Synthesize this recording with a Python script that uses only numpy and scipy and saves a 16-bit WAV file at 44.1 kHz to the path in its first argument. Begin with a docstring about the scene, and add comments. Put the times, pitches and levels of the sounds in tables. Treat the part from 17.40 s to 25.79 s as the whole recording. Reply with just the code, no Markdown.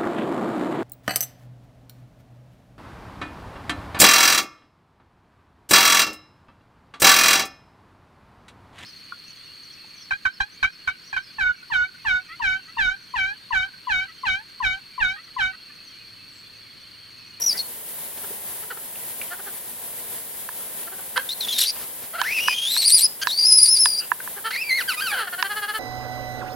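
"""An infant monkey calls in distress, clinging to a blanket in an outdoor wire enclosure.
Its vocal folds slip between a clean tone and a hoarse rasp, and its mouth shapes the sound into thin
chirps, soft grunts, two long rising squeals, then wails that break down into a stuttering trill.
Sharp taps ring something hollow close by on the right. Light ticks and brushes of cloth sit over
a faint outdoor wash and a high hiss, and the roof and walls add a short echo."""
import sys
import numpy as np
from scipy import signal
from scipy.fft import rfft, irfft
from scipy.io import wavfile
from scipy.ndimage import uniform_filter1d

SR = 44100
rng = np.random.default_rng(int(sys.argv[2]) if len(sys.argv) > 2 else 0)


def to_wav(sig):
    """Store sig (one row per channel, or 1-D mono) as 16-bit WAV at the path in sys.argv[1].

    Samples outside -1..1 are clipped; the rate is SR.
    """
    pcm = np.clip(np.atleast_2d(sig), -1, 1) * 32767
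    pcm = np.round(pcm).astype(np.int16)
    wavfile.write(sys.argv[1], SR, pcm.T)  # frames by channels


N = 369989
TOP_HZ = 16000  # overtones stop here
FULL_PUSH_DB = -28  # grunts softer than this get duller

# how the open mouth boosts or weakens each frequency: f/Hz, level/dB
OPEN_MOUTH = [(300, -55), (1200, -14), (1800, 9), (2400, 10), (3300, 1), (4800, 4.5), (5800, 7), (6900, -9),
              (8200, -15), (9700, -1), (11000, 2), (13000, -18), (15000, -23)]


def undb(db):
    """Turn decibels into a factor to multiply by."""
    return 10 ** (np.asarray(db) / 20)


def unit(x):
    """Scale a sound to an average strength (rms) of 1."""
    return x / np.sqrt(np.mean(x ** 2) + 1e-20)


def curves(table, at):
    """Look up a place in a table's first column and read the other columns there."""
    first, *columns = np.transpose(table)
    return [np.interp(at, first, column) for column in columns]


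def shape(points, hz):
    """Gain at the given frequencies, read from rows of f/Hz, level/dB."""
    f, db = np.transpose(points)
    return undb(np.interp(np.log(np.maximum(hz, 1)), np.log(f), db))


def noise(size, gain):
    """Noise of strength 1, coloured by the function gain(frequency)."""
    return unit(irfft(rfft(rng.standard_normal(size)) * gain(np.fft.rfftfreq(size, 1 / SR)), size))


def wobble(size, hz):
    """A random wander of about 1 either way, no faster than about hz."""
    return noise(size + 4096, lambda f: 1 / (1 + (f / hz) ** 4))[:size]


def add(track, start, sound):
    """Mix a sound into a track from the given second on."""
    i = max(int(start * SR), 0)
    part = sound[..., :max(N - i, 0)]
    track[..., i:i + part.shape[-1]] += part


def pan(left_db):
    """Gains for the two ears, the left one louder by left_db."""
    return undb(np.array([[left_db], [-left_db]]) / 2)


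def controls(table):
    """The sample times of one call, followed by its smoothed columns."""
    t = np.arange(table[0][0] - .004, table[-1][0] + .004, 1 / SR)
    return [t] + [uniform_filter1d(c, size=300, mode="nearest") for c in curves(table, t)]


def gate(t, attack_s, release_s):
    """Fade in, hold and fade out."""
    ramp = np.minimum((t - t[0]) / attack_s, (t[-1] - t) / release_s)
    return np.sin(np.pi / 2 * np.clip(ramp, 0, 1))


def background(base_db=-39, sway_db=1.4):
    """A low outdoor wash and a wide high hiss, swaying gently in level."""
    # tone colour of the wash and hiss: f/Hz, level/dB
    outline = [(18, -53), (30, -16.5), (98, -7), (239, -2.5), (280, -6.5), (473, -1), (780, -3.5),
               (988, -2), (1190, -9.5), (1860, -5.5), (2610, -9.5), (3220, -7), (6050, -12.5),
               (11400, -1.5), (16000, -5)]
    # stereo width, the ears' difference against what they share: f/Hz, level/dB
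    stereo_width = [(60, -4), (110, -4.5), (200, -4), (380, -5.5), (700, -5), (1290, -6), (2380, -6),
                    (4400, -2.5), (8120, 0.5), (15000, 4.5)]
    # narrow peaks in the hiss: f/Hz, width/Hz, boost/dB
    hiss_peaks = [(9770, 114, 7), (10540, 130, 5), (11020, 160, 8), (11420, 83, 7.5), (11950, 74, 6.5),
                  (14130, 46, 2), (15080, 120, 4)]
    # the background sinks a little toward the loudest calls: t/s, level/dB
    levels = [(0, 2.6), (5.3, 2), (5.7, 1.5), (6.7, 1), (7.5, 1)]

    def colour(f):
        peaks_db = sum(db / (1 + (2 * (f - hz) / width) ** 2) for hz, width, db in hiss_peaks)
        return shape(outline, f) * undb(peaks_db)

    mid = noise(N, colour)
    side = irfft(rfft(noise(N, colour)) * shape(stereo_width, np.fft.rfftfreq(N, 1 / SR)), N)
    ears = np.array([mid + side, mid - side]) * pan(left_db=1)
    db, = curves(levels, np.arange(N) / SR)
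    return ears * undb(base_db + db + sway_db * wobble(N, 6.2))


def cry(pitch, top_db, rough, mouth, tilt_db, side_db, side_hz, half_db, air_db=-2, rasp=.8):
    """One high call: vocal folds, from clean (rough=0) to chaotic (1), heard through the mouth."""
    n = len(pitch)
    # the pitch quavers slightly, and leaps about when very rough
    hz = pitch * (1 + .006 * wobble(n, 70) + (.045 * rough + .075 * rough ** 8) * wobble(n, 130))
    # cycles come early or late, which sounds hoarse
    phase = 2 * np.pi * np.cumsum(hz) / SR + rasp * rough * wobble(n, 550)
    k = np.arange(1, 11)[:, None]  # harmonic numbers
    gains = shape(mouth, k * pitch) * undb(tilt_db * np.log2(k)) * (k * pitch < TOP_HZ)
    air_share = np.clip(undb(air_db) * rough ** 1.5, 0, .48)
    # a second, weaker vibration adds a tone about side_hz above the pitch
    side_phase = 2 * np.pi * np.cumsum(side_hz * (1 + .08 * wobble(n, 100))) / SR
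    out = undb(side_db) * np.sin(phase + side_phase)
    # rough cycles are strong and weak by turns, adding a blurred tone an octave down
    out += undb(half_db) * rough * wobble(n, 440) * np.sin(phase / 2)
    # tone and breath are mixed below 7 kHz, then above it, where top_db sets their level
    upper = np.clip((k * pitch - 6500) / 1000, 0, 1)
    low_cut_hz = .76 * pitch.mean()
    for share, above, gain in ((1 - upper, False, 1), (upper, True, undb(top_db))):
        band = gains * share
        tone = (band * np.sin(k * phase)).sum(0) / np.sqrt((band ** 2).sum(0) / 2 + 1e-9)
        air = noise(n, lambda f: shape(mouth, f) * ((f > 7000) == above)
                    / (1 + (low_cut_hz / (f + 1)) ** 6))
        out += gain * (np.sqrt(1 - air_share ** 2) * tone + air_share * air)
    flicker_db = 1.8 * wobble(n, 90) + 5 * np.minimum(rough, .5) * wobble(n, 330)
    return out * undb(flicker_db - 1.5 * rough)


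def chirps(fade_db=-1.5):
    """Short open-mouthed glides that fade as they go; the rougher, the brighter."""
    # high calls: t/s, length/s, start pitch/Hz, end pitch/Hz, level/dB, roughness/0-1
    calls = [(.006, 0.011, 5800, 5760, -26, .3), (.016, 0.02, 5800, 5610, -19, 0.29),
             (0.036, 0.021, 5800, 5720, -19.5, 0.24), (.06, 0.034, 5920, 5580, -17, 0.15),
             (0.09, 0.019, 5330, 4900, -14, 0.19), (0.105, 0.032, 4660, 4840, -21.5, 0.34),
             (0.172, 0.022, 4850, 4570, -24, 0.6), (0.188, 0.034, 4390, 4260, -25.5, 0.3),
             (3.888, 0.054, 3530, 4400, -28, 0.41), (4.004, .058, 4140, 3280, -26, 0.43),
             (4.08, 0.07, 3620, 3160, -27, 0.44), (4.121, 0.075, 3980, 3550, -26, 0.57),
             (4.18, .076, 4220, 3670, -20.5, .97), (4.25, 0.025, 4000, 4000, -23, 0.65),
             (4.265, 0.05, 4470, 4900, -21.5, 0.6), (5.074, 0.072, 2585, 2420, -23, 0.31),
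             (5.814, 0.029, 1543, 1587, -22, .42)]
    out = np.zeros(N)
    for start, length, from_hz, to_hz, db, rough in calls:
        t = np.arange(int(length * SR)) / SR
        progress = t / length
        pitch = from_hz + (to_hz - from_hz) * progress
        top_db = -21.5 + 20.5 * rough
        voice = cry(pitch, top_db, rough, OPEN_MOUTH,
                    tilt_db=-2, side_db=-28.5, side_hz=1600, half_db=-16)
        add(out, start, voice * undb(db + fade_db * progress) * gate(t, attack_s=.0059, release_s=.015))
    return out


def grunt(length, from_hz, to_hz, db, rough, arch, swell, skew, air_db=2):
    """A short low pulse of voice: the pitch arches with the push of breath, the lips colour it."""
    # how half-closed lips boost or weaken each frequency: f/Hz, level/dB
    lips = [(60, -106), (420, -15), (830, -6), (1050, -12.5), (1350, 4.5), (1660, 5), (2150, -10),
            (2550, -16), (3100, -1), (3700, -19.5), (4300, -5.5), (5600, -28), (8300, -31), (9800, -9.5),
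            (13000, -42)]
    k = np.arange(1, 33)[:, None]  # harmonic numbers
    n = int(length * SR)
    progress = np.linspace(0, 1, n)
    push = np.abs(np.sin(np.pi * progress ** skew))  # swells faster than it fades
    hz = (from_hz + (to_hz - from_hz) * progress) * (1 + arch * (push - .7))
    quaver = (.006 + .08 * rough) * wobble(N // 64, 250)[:n]
    phase = 2 * np.pi * np.cumsum(hz * (1 + quaver)) / SR
    # the softer the push, the weaker its overtones
    tilt_db = .75 * min(db - FULL_PUSH_DB, 0) - 6 * (1 - push)
    gains = shape(lips, k * hz) * undb(tilt_db * np.log2(k)) * (k * hz < TOP_HZ)
    tone = unit((gains * np.sin(k * phase + rng.uniform(0, 2 * np.pi, k.shape))).sum(0))
    air = noise(N // 64, lambda f: shape(lips, f))[:n] * (1 + .5 * np.cos(phase))
    return undb(db) * push ** swell * unit(tone + undb(air_db) * rough * air)


def grunts():
    """Single pulses of voice around the cries; gliding or soft ones are rougher."""
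    # grunts and faint squeaks: t/s, length/s, start pitch/Hz, end pitch/Hz, level/dB
    calls = [(0.134, 0.046, 1990, 1930, -40), (0.836, 0.023, 438, 382, -40.5),
             (1.224, .028, 450, 416, -42.5), (1.301, 0.024, 483, 466, -31.5),
             (1.315, 0.022, 446, 392, -38.5), (1.371, 0.012, 450, 410, -38),
             (1.903, 0.056, 349, 368, -34.5), (1.99, 0.024, 407, 363, -39), (2.058, 0.048, 423, 348, -39),
             (3.466, 0.031, 339, 350, -39.5), (3.511, 0.045, 376, 367, -41.5),
             (3.584, 0.028, 384, 380, -41.5), (3.759, 0.0329, 461, 560, -21),
             (3.783, 0.03, 542, 540, -30.5), (4.731, 0.051, 615, 760, -31.5),
             (4.775, .064, 629.5, 877, -27), (5.837, 0.029, 1606, 1675, -33),
             (6.594, 0.075, 2850, 2700, -41), (6.96, 0.048, 398, 390, -38.5),
             (7.039, 0.066, 433.5, 458, -26.5), (7.709, 0.065, 877, 691, -24.5),
             (7.746, .125, 545.7, 369.6, -26.5)]
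    out = np.zeros(N)
    for start, length, from_hz, to_hz, db in calls:
        rough = .18 + .42 * abs(np.log2(to_hz / from_hz)) + .025 * max(FULL_PUSH_DB - db, 0)
        add(out, start, grunt(length, from_hz, to_hz, db, rough, arch=.043, swell=.76, skew=.797))
    return out


def blanket():
    """The blanket brushes softly as the monkey shifts its grip."""
    # brushes of cloth: t/s, length/s, level/dB
    brushes = [(0.758, .045, -42.5), (4.067, 0.021, -35), (4.346, 0.036, -41), (4.36, 0.12, -41.5),
               (4.599, 0.08, -43.5), (4.889, 0.041, -41)]
    colour = [(40, -12), (200, -6), (1400, -4), (5000, -6.5), (14000, -33)]  # f/Hz, level/dB
    out = np.zeros(N)
    for start, length, db in brushes:
        n = int(length * SR)
        cloth = noise(N // 64, lambda f: shape(colour, f))[:n]
        add(out, start, undb(db) * np.hanning(n) * cloth)
    return out


def ticks(ring_s=.025, width=.096):
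    """Light ticks and knocks: bursts of noise that each ring around one frequency."""
    # small hits: t/s, peak level/dB, f/Hz
    hits = [(0.907, -31, 450), (1.556, -34.5, 2600), (1.635, -41, 2200), (1.815, -19.5, 2550),
            (1.88, -34, 3000), (3.206, -37, 1300), (6.802, -24.5, 1630)]
    out = np.zeros(N)
    t = np.arange(2048) / SR
    for start, db, hz in hits:
        ring = noise(len(t), lambda f: 1 / (1 + ((f - hz) / (width * hz)) ** 2))
        tick = ring * undb(-60 * t / ring_s)
        add(out, start, undb(db) * tick / np.abs(tick).max())
    return out


def taps(crack_boost_db=3, crack_s=.0083, contact_s=.00036, lag_s=.001094):
    """Each tap rings the same few tones of a hollow thing; most also carry a short, bright crackle."""
    # hits: t/s, level/dB, crackle against ring before its boost/dB, left minus right/dB
    hits = [(3.088, -20, -13, -8), (3.776, -7, -6.5, -10), (4.814, -7, -5, -11), (5.082, -4.5, -14, -9),
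            (5.364, -19.5, 4, -9), (5.87, -7.5, -5, -11), (6.456, -9, -2, -10), (6.716, -4, -31, -10),
            (6.874, -21.5, -20, -9), (8.025, -8, -4, -9.5)]
    # the hollow thing's own tones: f/Hz, level/dB, time to fade by 60 dB/s
    tones = [(986, -8, 0.025), (1470, 6.5, 0.0023), (1730, -4.5, 0.016), (2640, -33.5, 0.038)]
    out = np.zeros((2, N))
    t = np.arange(4096) / SR
    crack_band = signal.butter(2, [1800, 4800], "bandpass", fs=SR, output="sos")
    bass_cut = signal.butter(2, 600, "highpass", fs=SR, output="sos")  # small things give little bass
    onset = 1 - np.exp(-(t / contact_s) ** 2)
    for start, db, crack_db, left_db in hits:
        detune = 1 + .0046 * rng.standard_normal(len(tones))
        ring = sum((-1) ** m * undb(tone_db - 60 * t / ring_s) * np.sin(2 * np.pi * hz * detune[m] * t)
                   for m, (hz, tone_db, ring_s) in enumerate(tones))
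        ring = signal.sosfilt(bass_cut, ring * onset)
        crack = signal.sosfilt(crack_band, rng.standard_normal(len(t)) * undb(-60 * t / crack_s))
        tap = ring / np.abs(ring).max() + undb(crack_db + crack_boost_db) * crack / np.abs(crack).max()
        sides = pan(left_db)
        add(out, start + lag_s, tap * undb(db) * sides / sides.mean())
    return out


def squeals(throb_from_s=6.125, throb_to_s=6.457, throb_hz=18.1, throb_db=3):
    """Two long rising squeals; each sag in pitch makes the voice weaker and more chaotic."""
    # one list for each squeal: t/s, pitch/Hz, level/dB, mouth opening as treble above 7 kHz/dB
    calls = [
        [(4.835, 1309, -31.5, -24), (4.87, 1940, -25, -37), (4.945, 2682, -28, -20), (4.995, 2455, -21.5, -18),
         (5.01, 2856, -27, -15), (5.13, 3000, -29, -18), (5.145, 3206, -28.5, -19), (5.25, 3287, -24.5, -11),
         (5.333, 4030, -21, -5), (5.4, 4426, -19.5, -6), (5.46, 4640, -16.5, -7), (5.474, 4990, -15.5, 2.5),
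         (5.555, 4870, -16.5, 4), (5.65, 5120, -18, 3.5), (5.666, 4870, -18, -15)],
        [(5.876, 3870, -30, -15), (5.91, 3660, -24.5, -7.5), (5.93, 4350, -24, -25), (5.972, 4600, -30.5, -8),
         (5.985, 4670, -17.5, -18), (6.045, 4780, -17.5, -14), (6.065, 5130, -17, -8), (6.12, 5074, -13, -4),
         (6.245, 5084, -17, 3.5), (6.31, 5165, -17, -1.5), (6.42, 5300, -16.5, -1), (6.47, 4910, -20.5, -1),
         (6.56, 4720, -27.5, -7), (6.594, 4895, -20, -12), (6.61, 4720, -30, -6)],
    ]
    # the voice is hoarse on the way up and clears near the top: pitch/Hz, roughness/0-1
    hoarseness = [(2600, .36), (3900, .43), (5100, .17)]
    # the pitch sags and recovers: t of the lowest point/s, length/s, pitch lost/share
    sags = [(5.36, .056, .09), (5.432, .062, .13), (5.504, .07, .155), (5.602, .1, .19), (6.205, .06, .04),
            (6.266, .07, .1), (6.372, .075, .1)]
    out = np.zeros(N)
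    for call in calls:
        t, pitch, db, top_db = controls(call)
        sag = sum(lost * np.cos(np.pi * np.clip((t - at) / length, -.5, .5)) ** 2
                  for at, length, lost in sags)
        pitch = pitch * (1 - sag)
        rough = np.minimum(curves(hoarseness, pitch)[0] + 1.75 * sag, 1)
        # the treble throbs at the height of the second squeal
        throbbing = np.clip(1 + throb_hz * np.minimum(t - throb_from_s, throb_to_s - t), 0, 1)
        top_db += throb_db * throbbing * np.cos(2 * np.pi * throb_hz * (t - throb_from_s))
        voice = cry(pitch, top_db, rough, OPEN_MOUTH,
                    tilt_db=-12, side_db=-24, side_hz=1140, half_db=-17)
        add(out, t[0], voice * undb(db - 34 * sag) * gate(t, attack_s=.0044, release_s=.0054))
    return out


def wails(break_octaves_per_s=24):
    """Three lower calls, buzzier as the pitch falls and hoarse wherever it slides fast."""
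    # one list for each wail: t/s, pitch/Hz, level/dB
    calls = [
        [(7.108, 1579, -26), (7.13, 2237, -26), (7.15, 2186, -29.5), (7.16, 1900, -19.5), (7.176, 2340, -29),
         (7.206, 2519, -31), (7.222, 2690, -23), (7.246, 2314, -34.5), (7.284, 2394, -29.5),
         (7.314, 2033, -19.5), (7.37, 2194, -23), (7.394, 1955, -21.5), (7.418, 1347, -28), (7.425, 1235, -32)],
        [(7.479, 1626, -29), (7.495, 1538, -21), (7.509, 1344, -24), (7.525, 1249, -31), (7.539, 1017, -30),
         (7.55, 977, -32)],
        [(7.571, 1221, -33.5), (7.599, 1240, -27.5), (7.613, 1470, -25.5), (7.621, 1603, -26.5),
         (7.653, 1538, -30.5), (7.661, 1537, -27.5), (7.681, 1346, -24.5), (7.713, 1150, -32.5),
         (7.718, 1140, -25)],
    ]
    # how the wailing mouth boosts or weakens each frequency: f/Hz, level/dB
    mouth = [(300, -45), (900, -16), (1600, 1), (2300, 3), (3100, -1.5), (3700, -6), (4500, 3),
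             (5400, -7.5), (6800, -18.5), (8500, -24), (9900, -9), (11500, -8), (15000, -29)]
    # the first wail catches hoarsely before it clears: t/s, extra roughness/0-1
    catch = [(7.11, .4), (7.16, .3), (7.19, 0)]
    out = np.zeros(N)
    for call in calls:
        t, pitch, db = controls(call)
        octaves = np.log2(pitch / 1500)
        glide = uniform_filter1d(np.abs(np.gradient(octaves, t)), size=900, mode="nearest")
        rough = np.interp(glide, [0, break_octaves_per_s], [.11, .42]) + curves(catch, t)[0]
        top_db = -13 - 14 * octaves
        voice = cry(pitch, top_db, rough, mouth,
                    tilt_db=-4, side_db=-38, side_hz=450, half_db=-15, air_db=-4, rasp=.55)
        add(out, t[0], voice * undb(db) * gate(t, attack_s=.0056, release_s=.0049))
    return out


def trill(first_s=7.883, pulses_per_s=16.6, pitch_scatter=.012, pitch_drop=.035):
    """An even stutter of grunts that grow longer and cleaner."""
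    # the pulses settle from short and low to full and even: t/s, length/s, pitch/Hz, level/dB
    pulses = [(7.88, 0.036, 362, -31), (7.99, 0.053, 364, -29), (8.1, .069, 412.5, -28.5),
              (8.36, 0.068, 418, -27.5)]
    # the voice goes from hoarse to nearly clean: t/s, roughness/0-1
    hoarseness = [(7.88, .36), (8.1, .13)]
    out = np.zeros(N)
    for middle in np.arange(first_s, N / SR, 1 / pulses_per_s):
        length, hz, db = curves(pulses, middle)
        rough, = curves(hoarseness, middle)
        hz *= 1 + pitch_scatter * rng.standard_normal()
        droop = hz * pitch_drop / 2
        pulse = grunt(length, hz + droop, hz - droop, db, rough, arch=.041, swell=1.1, skew=.757)
        add(out, middle - length / 2, pulse)
    return out


def enclosure(x, ring_s=.31, gap_s=.0042):
    """Scattered echoes from the roof and walls, different at each ear."""
    t = np.arange(SR * 3 // 4) / SR
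    fade = undb(-60 * t / ring_s) * (t > gap_s)
    ears = []
    for _ in range(2):
        low = noise(len(t), lambda f: 1 / (1 + (f / 5500) ** 4))
        high = noise(len(t), lambda f: f / (f + 6000))
        tail = (low + undb(-2.5) * high) * fade
        ears.append(signal.fftconvolve(x, tail / np.sqrt(np.sum(tail ** 2)))[:N])
    return np.array(ears)


def scene(high_echo_db=-18, centre_echo_db=-15, tap_echo_db=-30):
    """The monkey ahead, its high calls a little left, the taps to the right, all under one roof."""
    air = background()
    high = squeals() + chirps()
    centre = wails() + grunts() + trill() + ticks() + blanket()
    knocks = taps()
    direct = high * pan(left_db=2) + centre + knocks
    sent = undb(high_echo_db) * high + undb(centre_echo_db) * centre + undb(tap_echo_db) * knocks.mean(0)
    return direct + enclosure(sent) + air


def record(dry):
    """Clip the peaks at full scale and cut the highest treble."""
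    treble_cut = signal.ellip(10, .1, 80, TOP_HZ, fs=SR, output="sos")
    return signal.sosfilt(treble_cut, np.clip(dry, -1, 1))


dry = scene()
out = record(dry)
to_wav(out)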